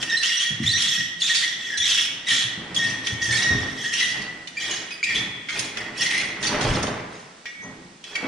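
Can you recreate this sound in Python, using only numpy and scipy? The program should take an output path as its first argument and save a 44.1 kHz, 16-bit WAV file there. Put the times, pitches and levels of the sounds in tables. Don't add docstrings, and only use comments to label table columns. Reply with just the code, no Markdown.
import sys
import numpy as np
from scipy import signal
from scipy.fft import rfft, irfft, next_fast_len
from scipy.io import wavfile

SR = 44100
rng = np.random.default_rng(int(sys.argv[2]) if len(sys.argv) > 2 else 0)


def store_wav(level_fs):
    pcm = np.round(np.clip(np.atleast_2d(level_fs), -1, 1) * 32767)
    wavfile.write(sys.argv[1], SR, pcm.T.astype(np.int16))


N = 364707
TIME = np.arange(N) / SR
TOP_HZ = 15100

# frequency in Hz, level in dB.
STEEL_SCRAPE = [(700, -19), (1200, 6), (1600, 10.5), (2300, 11.5), (3200, 12.5), (4800, 6.5), (6200, 12),
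                (7500, 0), (9200, 7), (10500, -6.5), (11800, -54), (15000, -16)]
# frequency in Hz, level in dB, t60 in seconds.
ROD_MODES = [(1670, -14, .5), (1830, -10, .3), (1915, -2, .8), (2240, -3, .75), (2400, -7, .15),
             (2830, -8, .2), (3310, -6, .6), (3470, -5, .55), (4000, -10, .25), (4600, -11, .15),
             (4893, -9, .4), (5593, -6, .32), (6020, -7, .3), (6850, -10, .2)]
# frequency in Hz, side gain in dB.
EAR_WIDTH = [(40, -8), (140, -17), (280, -16), (550, -5.5), (1000, 1), (2000, -3), (4000, -5.5),
             (9000, 5.5)]


def undb(db):
    return 10 ** (np.asarray(db) / 20)


def unit(x):
    return x / np.sqrt(np.mean(x ** 2))


def along(points, hz):
    f, value = np.transpose(points)
    return np.interp(np.log(hz + 1), np.log(f), value)


def filtered(x, response):
    length = x.shape[-1]
    size = next_fast_len(length + 2048)
    hz = np.arange(size // 2 + 1) * SR / size
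    return irfft(rfft(x, size) * response(hz), size)[..., :length]


def colour(x, points):
    return filtered(x, lambda f: undb(along(points, f)))


def resonance(f, hz, width):
    return 1j * f * width / (hz ** 2 - f ** 2 + 1j * f * width)


def walk(rate):
    knots = rng.standard_normal(4096)
    return 1.51 * np.interp(TIME * rate, np.arange(len(knots)), knots)


def clicks(rate, spread_db):
    size = undb(spread_db * np.minimum(rng.exponential(size=N), 4))
    return (rng.random(N) < rate / SR) * size * rng.standard_normal(N)


def add(track, s, sound):
    start = max(int(s * SR), 0)
    part = sound[:max(N - start, 0)]
    track[start:start + len(part)] += part


def envelope(s, length, attack, sag, release):
    age = np.maximum(TIME - s, 0)
    rise = .5 + .5 * np.tanh(2 * (TIME - s) / attack)
    return rise * undb(-sag * age - release * np.maximum(age - length, 0))


def chirps(pitch, rate, scatter, length, spread_db):
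    out = np.zeros(N)
    times = rng.uniform(0, N - 1, 9000)
    draws = rng.standard_normal((len(times), 4))
    for at, (detune, glide, size, span) in zip(times[:int(rate * N / SR)], draws):
        count = int(SR * length * np.exp(0.51 * span)) + 2
        u = np.arange(count) / count
        hz = min(pitch[int(at)] * np.exp(scatter * detune), TOP_HZ)
        tone = np.sin(2 * np.pi * hz * count / SR * (u + 0.02 * glide * u ** 2))
        swell = np.minimum(u / .15, 1) * (1 - u)
        add(out, at / SR, undb(spread_db * size) * tone * swell)
    return unit(out)


def air():
    # frequency in Hz, level in dB.
    air_spectrum = [(20, -11), (60, -78), (160, 2.5), (400, -9), (1000, -14), (3000, -11.5), (5500, -15.5),
                    (9000, -22), (12000, -63)]
    noise = unit(colour(rng.standard_normal((2, N)), air_spectrum))
    mid, side = noise * undb(-52.0 + walk(1.47))
    return mid + colour(side, EAR_WIDTH) * np.array([[1], [-1]])


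def shed(x, echo_db, early_db):
    # frequency in Hz, t60 in seconds.
    echo_t60 = [(100, 0.74), (500, 1.31), (2000, 1.26), (4000, 0.73), (8000, 0.46), (14000, 0.48)]
    t = TIME[:SR]
    centres = np.geomspace(60, 15000, 9)
    noise, tail = rng.standard_normal((2, SR)), 0
    for hz, share in zip(centres, np.eye(len(centres))):
        band = filtered(noise, lambda f: along(np.column_stack([centres, share]), f))
        tail = tail + band * undb(-60 * t / along(echo_t60, hz))
    tail = tail * np.clip(t / 0.029, 0, 1)
    early = rng.standard_normal((2, SR)) * (rng.random(SR) < .04) * (t > .002) * np.exp(-t / .02)
    response = (undb(echo_db) * unit(tail) + undb(early_db) * unit(early)) / np.sqrt(SR)
    source = np.atleast_2d(x).mean(axis=0, keepdims=True)
    mid, side = signal.fftconvolve(source, response, axes=1)[:, :N]
    return x + mid + colour(side, EAR_WIDTH) * np.array([[1], [-1]])


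def tarp():
    # frequency in Hz, level in dB.
    fabric_spectrum = [(30, -9), (120, -9.5), (330, 3), (600, -1), (1100, -2.5), (2000, -2.5), (4000, -16),
                       (8000, -34), (12000, -50)]
    # frequency in Hz, level in dB.
    body_spectrum = [(20, -35), (55, -11), (90, -13), (140, -2.5), (230, -3.5), (330, -10.5), (600, -35),
                     (1500, -67)]
    # time in seconds, rustle level in dB.
    rolling_level = [(0.0, -41.5), (0.46, -78), (0.51, -50.5), (0.96, -59), (2.36, -53), (2.72, -44),
                     (3.2, -48), (3.57, -38.5), (3.9, -57), (4.21, -43), (4.5, -61.5)]
    # start in seconds, length in seconds, rustle level in dB,
    # drumming of the body in dB relative to the rustle.
    tugs = [(4.63, 0.083, -36.5, -6.5), (5.083, 0.13, -40, 6.5), (5.541, 0.036, -32.5, -2.5),
            (5.714, 0.87, -40.5, 1), (6.43, 0.26, -27.5, -1.5), (6.614, 0.16, -26, 2),
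            (6.79, 0.08, -31, -1), (7.637, 0.067, -48, 12), (8.082, .11, -41.5, -22),
            (8.241, 0.054, -25.5, -25)]
    rolling_db, drum_over_rustle_db = 3.5, 3
    fade_start_s, fade_db_per_s = 5.3, 9
    tug_attack_s, tug_release_db_per_s = 0.092, 69

    fade_db = fade_db_per_s * np.maximum(TIME - fade_start_s, 0)
    rustling = undb(rolling_db + np.interp(TIME, *np.transpose(rolling_level)) - fade_db)
    drumming = undb(drum_over_rustle_db) * rustling
    for s, length, db, drum_db in tugs:
        tug = undb(db) * envelope(s, length, tug_attack_s, 0, tug_release_db_per_s)
        rustling = np.maximum(rustling, tug)
        drumming = np.maximum(drumming, undb(drum_db) * tug)
    crackle = colour(clicks(rate=2000, spread_db=1), fabric_spectrum)
    rustle = unit(crackle * undb(1.3 * walk(40)))
    drum = unit(colour(clicks(rate=1200, spread_db=0.0), body_spectrum))
    return undb(0.5) * rustling * rustle + undb(-4.0) * drumming * drum


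def slaps():
    # start in seconds, peak level in dB, t60 in seconds.
    slap_events = [(3.502, -27.5, 0.13), (6.514, -18, .08), (6.597, -20.5, 0.16), (6.648, -17.5, 0.11),
                   (6.663, -14.5, 0.11), (6.735, -32, 0.19), (6.837, -18.5, 0.054), (6.877, -18.5, 0.096),
                   (7.625, -35, 1), (8.226, -21, 0.39)]
    # frequency in Hz, level in dB.
    slap_spectrum = [(50, -39), (150, -7), (330, 1), (700, 0.5), (1100, -3.5), (2000, -16), (4000, -37),
                     (10000, -62)]
    attack_s = .003
    out, t = np.zeros(N), TIME[:SR // 2]
    for s, db, t60 in slap_events:
        burst = rng.standard_normal(len(t)) * undb(-60 * t / t60)
        smack = colour(burst, slap_spectrum) * np.minimum(t / attack_s, 1)
        add(out, s, undb(db) * smack / np.abs(smack).max())
    return out


def bumps(count=7):
    # start in seconds, peak level in dB, pitch in Hz, t60 in seconds.
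    bump_events = [(0.501, -23, 148, 0.13), (0.598, -13.5, 195.5, 0.082), (0.628, -19, 127.6, 0.18),
                   (0.975, -27.5, 160.4, 0.35), (1.78, -37, 104, 1), (2.307, -28.5, 182.5, 0.42),
                   (2.442, -25.5, 148.6, 0.14), (2.572, -24.5, 175, 0.077), (2.776, -28.5, 156, 0.99),
                   (3.12, -19.5, 129, 0.073), (3.273, -23, 121.8, 0.92), (3.498, -15.5, 115, 0.26),
                   (3.508, -19.5, 278.3, 1), (3.52, -34, 42, 0.37), (5.175, -29.5, 136.4, 0.6),
                   (6.641, -14, 145, 0.099), (6.66, -22, 41.6, 0.19), (6.691, -17, 104, 0.11),
                   (6.734, -24, 128.4, 0.18), (6.905, -21.5, 173, 0.074), (7.63, -36, 189.3, 1),
                   (8.225, -18, 299, 0.35)]
    attack_s = .003
    out, t = np.zeros(N), TIME[:SR // 2]
    for s, db, hz, t60 in bump_events:
        detune = np.linspace(-.45, .45, count) + 0.0632 * rng.standard_normal(count)
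        mode_hz = hz * np.exp(detune)
        panels = np.sin(2 * np.pi * (mode_hz[:, None] * t + rng.random((count, 1)))).sum(axis=0)
        rumble = 13 * rng.standard_normal(len(t))
        struck = (panels + rumble) * undb(-60 * t / t60) * np.minimum(t / attack_s, 1)
        boom = filtered(struck, lambda f: resonance(f, hz, .7 * hz) ** 2 / (1 + 1j * f / (2.4 * hz)) ** 3)
        add(out, s, undb(db - 2.0) * boom / np.abs(boom).max())
    return out


def rings():
    # start in seconds, level in dB, pitch that rings most in Hz,
    # width of the excited range in Hz.
    ring_events = [(0.885, -17, 3330, 200), (3.07, -25, 3280, 160), (5.152, -19.5, 3460, 330),
                   (7.456, -29.5, 2080, 1300), (8.154, -20, 2220, 160)]
    out, t = np.zeros(N), TIME[:SR]
    mode_hz, mode_db, t60 = np.transpose(ROD_MODES)[:, :, None]
    for s, db, hz, width in ring_events:
        excited = np.abs(resonance(mode_hz, hz, width))
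        modes = excited * undb(mode_db - 60 * t / t60) * np.sin(2 * np.pi * mode_hz * t)
        add(out, s, undb(db) * modes.sum(axis=0))
    return out


def clanks():
    # start in seconds, peak level in dB, pitch that rings most in Hz,
    # time the rattling lasts in seconds, crack of the contact in dB relative to the ringing.
    knocks = [(0.026, -7.5, 2910, 0.0077, 22), (0.231, -5, 2870, 0.0076, 12), (0.399, -16, 3147, 0.034, -3),
              (0.632, -20, 1790, 0.02, 18), (0.773, -14, 3100, 0.057, 21), (0.819, -6.5, 5830, 0.024, 30),
              (1.279, -11, 3760, 0.023, 19), (1.345, -7, 4530, 0.05, 20), (1.774, -11, 6130, 0.024, 12),
              (1.963, -9.5, 2897, 0.053, 8), (2.278, -11, 2014, 0.034, 12), (2.744, -13.5, 4640, 0.029, 63),
              (3.068, -7, 3097, 0.0048, 9), (3.936, -12, 5880, 0.045, 11), (3.999, -7, 2980, 0.0085, 33),
              (4.216, -21, 4370, 0.023, 15), (4.472, -17, 3360, 0.016, 25), (4.599, -17.5, 3237, 0.093, 13),
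              (4.704, -15, 3030, 0.021, 8), (4.906, -18.5, 2424, 0.019, 14), (5.036, -11, 4000, 0.014, 24),
              (5.076, -14, 2450, 0.069, 13.5), (5.148, -12.5, 3290, 0.044, -2),
              (5.486, -10, 2235, 0.055, 14), (5.591, -7.5, 6550, 0.0077, 36), (5.77, -12, 2250, 0.0042, 24),
              (6.427, -10.5, 3760, 0.084, 28), (6.466, -8.5, 4550, 0.024, 18.5),
              (6.609, -10, 3480, 0.027, 26), (6.827, -12, 6500, 0.0094, 43), (6.867, -15, 3710, 0.014, 27),
              (7.455, -19, 2255, 0.019, 11), (8.039, -20, 3317, 0.0046, 10), (8.153, -10, 2290, 0.0074, 22)]
    grip_damping = 2.6
    first_contact = 1
    spot_db, spot_t60_s, spot_spread = 9, 0.07, .035
    out, t = np.zeros((2, N)), TIME[:SR // 2]
    mode_hz, mode_db, t60 = np.transpose(ROD_MODES)[:, :, None]
    for s, db, hz, length, crack_db in knocks:
        load = 1 + .006 * rng.standard_normal(mode_hz.shape)
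        modes = undb(mode_db - 60 * grip_damping * t / t60) * np.sin(2 * np.pi * mode_hz * load * t)
        contacts = rng.random(len(t)) < 400 / SR
        bounces = contacts * rng.uniform(-1, 1, len(t)) * np.exp(-(t / length) ** 2)
        bounces[0] = first_contact
        spot_hz = hz * (1 + spot_spread * rng.standard_normal((3, 1)))
        spot = np.sin(2 * np.pi * spot_hz * t).sum(axis=0) * undb(spot_db - 60 * t / spot_t60_s)
        for ear in out:
            crack = colour(rng.standard_normal(len(t)) * undb(-60 * t / .04), STEEL_SCRAPE)
            blend = undb(2 * rng.standard_normal(len(ROD_MODES))) @ modes
            steel = (blend + spot + undb(crack_db) * crack) * np.minimum(t / .003, 1)
            rattle = signal.fftconvolve(bounces, steel)[:len(t)]
            knock = filtered(rattle, lambda f: resonance(f, hz, 0.9 * hz))
            add(ear, s, undb(db - 2.0) * knock / np.abs(knock).max())
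    return out


def squeaks(waver=.012, flutter_db=2.5):
    # start in seconds, length in seconds, start pitch in Hz,
    # end pitch in Hz, level in dB.
    glides = [(0.098, 0.032, 3850, 3600, -25), (0.113, 0.056, 1764, 1864, -21),
              (0.117, 0.051, 5300, 5580, -28), (0.168, 0.027, 4020, 4060, -23),
              (0.214, 0.02, 4680, 4470, -34), (0.216, 0.078, 1900, 1980, -33), (.243, .03, 2930, 2900, -34),
              (.255, .05, 5460, 5540, -34), (.328, 0.026, 2830, 2900, -26.5), (.33, 0.043, 1990, 1916, -30),
              (.37, 0.013, 5980, 5840, -22), (0.449, 0.043, 1890, 1906, -26),
              (0.404, 0.04, 3200, 3280, -20), (0.467, 0.042, 3300, 3330, -24),
              (0.638, 0.014, 2084, 1838, -23), (0.663, 0.023, 3426, 3734, -13.5),
              (0.689, 0.029, 3910, 4040, -19.5), (0.715, 0.017, 4400, 4540, -27),
              (0.731, 0.049, 1810, 1984, -22.5), (.735, 0.043, 3650, 4030, -22),
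              (.73, 0.064, 5750, 5970, -25.5), (0.9, 0.07, 11300, 10850, -50),
              (0.976, 0.041, 1920, 1870, -24), (1.203, 0.017, 4660, 3880, -26.5),
              (1.219, 0.019, 3460, 3520, -15), (1.236, 0.041, 3520, 3720, -23),
              (1.231, 0.048, 7050, 7400, -29.5), (1.297, 0.03, 1847, 1915, -21.5),
              (1.425, 0.025, 1912, 2034, -18), (1.703, 0.066, 1750, 1622, -29),
              (1.769, .012, 4070, 3900, -24.5), (1.781, 0.013, 3520, 3380, -20.5),
              (1.801, 0.027, 3460, 3390, -17), (1.809, 0.032, 5710, 5790, -25.5),
              (1.826, 0.033, 3570, 3980, -24), (1.803, 0.075, 1910, 2010, -26.5),
              (2.267, 0.064, 1977, 1812, -22), (2.266, .018, 3780, 3820, -24.5),
              (2.335, 0.04, 6700, 7500, -34), (2.763, 0.017, 3370, 3336, -13),
              (2.785, 0.1, 1872, 1820, -25), (3.285, 0.12, 1750, 1864, -24.5),
              (3.385, 0.22, 1915, 1847, -24), (3.838, 0.023, 1750, 1704, -26.5),
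              (4.01, 0.031, 1968, 1930, -17), (4.57, 0.018, 2315, 2430, -23), (4.92, 0.03, 4890, 4920, -36),
              (5.029, 0.0213, 2242, 2630, -16), (5.069, 0.052, 2580, 1916, -24),
              (5.152, 0.086, 3415, 3590, -32.5), (6.135, 0.087, 1933, 2136, -25.5),
              (7.62, 0.034, 6060, 6060, -45), (8.151, 0.0266, 2337, 2200, -26.5)]
    overtone_db = [2.0, -8.0, -10.5, -28.0]
    out = np.zeros(N)
    tremble = 1 + waver * walk(600)
    grip = undb(flutter_db * walk(220))
    for s, length, start_hz, end_hz, db in glides:
        span = slice(int(s * SR), int((s + length) * SR))
        u = np.linspace(0, 1, len(TIME[span]))
        hz = (start_hz + (end_hz - start_hz) * u) * tremble[span]
        phase = 2 * np.pi * np.cumsum(hz) / SR
        tone = 0
        for k, over_db in enumerate(overtone_db, 1):
            if k * start_hz < TOP_HZ:
                radiated_db = along(STEEL_SCRAPE, k * start_hz) - along(STEEL_SCRAPE, start_hz)
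                tone = tone + undb(over_db + radiated_db) * np.sin(k * phase)
        swell = np.clip(u / 0.028, 0, 1) * np.clip((1 - u) / 0.18, 0, 1)
        add(out, s, undb(db) * tone * swell * grip[span])
    return out


def rasps():
    # start in seconds, length in seconds, level in dB,
    # start pitch in Hz, end pitch in Hz.
    grinds = [(0.225, 0.036, -21.5, 2760, 3250), (0.397, 0.032, -22, 3230, 3300),
              (0.775, 0.1, -23.5, 3130, 3470), (1.276, 0.049, -24, 3630, 3580),
              (1.348, 0.1, -23.5, 3700, 3300), (1.851, 0.074, -22, 3540, 3340),
              (1.912, 0.15, -27.5, 3100, 2960), (2.284, 0.064, -19, 3190, 3360),
              (2.344, 0.097, -23, 3490, 3260), (3.927, 0.14, -26.5, 2690, 3290),
              (5.141, 0.022, -27, 3100, 3240), (6.106, 0.12, -26.5, 2200, 2410)]
    # multiple of the grinding pitch, level in dB.
    slip_modes = [(.57, -18), (1.001, 5.5), (1.16, -2), (1.76, -20.5), (2.1, -8)]
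    slip_rate_hz, slip_jitter, pitch_scatter = 310, .22, .045
    slip_t60_s, tick_db = .015, -2
    out, t = np.zeros(N), TIME[:SR // 80]
    ratio, mode_db = np.transpose(slip_modes)[:, :, None]
    for s, length, db, start_hz, end_hz in grinds:
        train = np.zeros(N)
        chance = rng.standard_normal((80, 2 + len(ratio)))
        scrape = unit(colour(rng.standard_normal((len(chance), len(t))), STEEL_SCRAPE))
        ticks = scrape * undb(tick_db - 60 * t / .008)
        ages = np.cumsum(np.exp(slip_jitter * chance[:, 0])) / slip_rate_hz
        for age, draw, tick in zip(ages[ages < length], chance, ticks):
            pitch = start_hz + (end_hz - start_hz) * age / length
            hz = pitch * ratio * (1 + pitch_scatter * draw[2:, None])
            ring = (np.sin(2 * np.pi * hz * t) * undb(mode_db - 60 * t / slip_t60_s)).sum(axis=0)
            add(train, s + age, undb(2 * draw[1]) * (ring + tick) * np.minimum(t / .0003, 1))
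        out += undb(db) * train / np.sqrt(np.sum(train ** 2) / (length * SR))
    return out


def cranking():
    # start in seconds, length in seconds, joint chatter in dB,
    # ringing of the rod in dB, gritty scraping in dB, chatter pitch at the start in Hz.
    strokes = [(.005, 0.004, -26, -27.5, -32, 2970), (0.096, 0.079, -33, -27, -31, 3390),
               (0.227, 0.21, -26.5, -28.5, -28, 3390), (0.63, 0.21, -29, -33, -35, 3830),
               (0.792, 0.2, -22, -32.5, -30.5, 3496), (1.208, 0.15, -24, -34.5, -30.5, 3750),
               (1.285, 0.22, -26, -29, -33, 3513), (1.57, 0.3, -33, -35, -43, 3430),
               (1.819, 0.19, -21, -38, -26.5, 3472), (2.277, 0.1, -28, -29.5, -26, 3550),
               (2.773, 0.12, -31.5, -30, -31, 3075), (3.054, 0.018, -30.5, -28.5, -30.5, 3436),
               (3.219, 0.16, -27, -28, -29, 3370), (3.33, 0.067, -41, -26.5, -20.5, 3430),
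               (3.501, 0.56, -35.5, -43, -40.5, 3577), (3.789, 0.22, -27.5, -28, -34, 3180),
               (3.918, 0.18, -30, -28, -28.5, 3075), (4.581, 0.15, -31, -30.5, -36, 3160),
               (4.695, 0.016, -27, -34, -25, 3040), (5.06, 0.08, -32, -25, -50, 2610),
               (5.147, 0.013, -39, -38, -28.5, 3540), (5.488, 0.087, -33, -38, -38, 2490),
               (5.555, 0.045, -30, -42, -31, 2576), (5.768, 0.02, -34, -27, -41, 2830),
               (5.985, 0.041, -23.5, -25, -25.5, 2950), (6.013, 0.1, -29, -25.5, -28, 2760),
               (6.13, 0.091, -48, -40, -31.5, 2300), (6.425, 0.028, -32, -32, -30.5, 3120),
               (6.614, 0.13, -34.5, -56, -30.5, 3170), (7.11, 0.079, -74, -52, -48.5, 3500),
               (8.05, 0.5, -42, -56, -47.5, 2480)]
    attack_s, sag_db_per_s = 0.045, 13
    chatter_release, ring_release, grit_release = 121, 96, 156
    pitch_sag_hz_per_s, pitch_sag_limit_hz = 1216, 356
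    effort, ringing, scraping, pitch = np.zeros((4, N))
    for s, length, chatter_db, ring_db, grit_db, hz in strokes:
        push = lambda release: envelope(s, length, attack_s, sag_db_per_s, release)
        effort = np.maximum(effort, undb(chatter_db) * push(chatter_release))
        ringing = np.maximum(ringing, undb(ring_db) * push(ring_release))
        scraping = np.maximum(scraping, undb(grit_db) * push(grit_release))
        sunk_hz = hz - np.minimum(pitch_sag_hz_per_s * (TIME - s), pitch_sag_limit_hz)
        pitch = np.where(TIME >= s, sunk_hz, pitch)
    return effort, ringing, scraping, pitch


def chatter():
    # frequency in Hz, width in Hz ahead of the narrowing below,
    # level in dB.
    joint_modes = [(2940, 87, -10), (3224, 460, -6.5), (3840, 250, -11), (5444, 160, 0), (5697, 370, -4.5),
                   (7340, 760, -9.5)]
    narrowing = 0.48
    effort, ringing, scraping, pitch = cranking()
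    jerks = undb(2.8 * np.tanh(walk(70)))
    slips = clicks(rate=1500, spread_db=-2.0)
    joint = filtered(slips, lambda f: sum(undb(db) * resonance(f, hz, narrowing * width) ** 2
                                          for hz, width, db in joint_modes))
    rod_hum = unit(filtered(slips, lambda f: resonance(f, 1900, 150) ** 2))
    rod_chirps = chirps(1910 * (1 + .02 * walk(14)), rate=190, scatter=.022, length=.024, spread_db=.5)
    ring = .7 * rod_hum + rod_chirps
    ring = ring * undb(2.5 * np.tanh(walk(16)))
    singing = filtered(effort * jerks * unit(slips), lambda f: resonance(f, 3330, 70))
    low = chirps(pitch, rate=190, scatter=.05, length=.012, spread_db=2)
    high = chirps(1.76 * pitch, rate=90, scatter=.06, length=.014, spread_db=2.5)
    grains = chirps(np.full(N, 4600), rate=520, scatter=.38, length=.008, spread_db=2.2)
    grit = colour(.58 * unit(clicks(rate=1900, spread_db=1)) + .72 * grains, STEEL_SCRAPE)

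    squeal = undb(-9) * unit(joint) + undb(-4.5) * low + undb(-9.5) * high
    driven = undb(-1.5) * effort * squeal
    rod = undb(-1.5) * ringing * unit(ring)
    scrape = undb(2.0) * scraping * unit(grit)
    return undb(17) * singing + jerks * (driven + rod + scrape)


def scene():
    crank = shed(chatter() + rasps() + clanks() + rings() + squeaks(), echo_db=-6.0, early_db=-5.5)
    cover = shed(tarp() + slaps() + bumps(), echo_db=-7.5, early_db=-5.5)
    return undb(-3.5) * crank + undb(-2.0) * cover + air()


def record(dry):
    # frequency in Hz, left minus right in dB.
    port_lean = [(150, 0.5), (500, -1.5), (1000, -1), (2000, -1), (3300, 1), (5000, -8), (7500, -0.5),
                 (12000, 4)]
    ports = [filtered(x, lambda f: undb(sign * along(port_lean, f) / 2)) for x, sign in zip(dry, (1, -1))]
    top_cut = signal.ellip(8, .2, 70, TOP_HZ, fs=SR, output="sos")
    return signal.sosfilt(top_cut, ports)


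dry = scene()
out = record(dry)
store_wav(out)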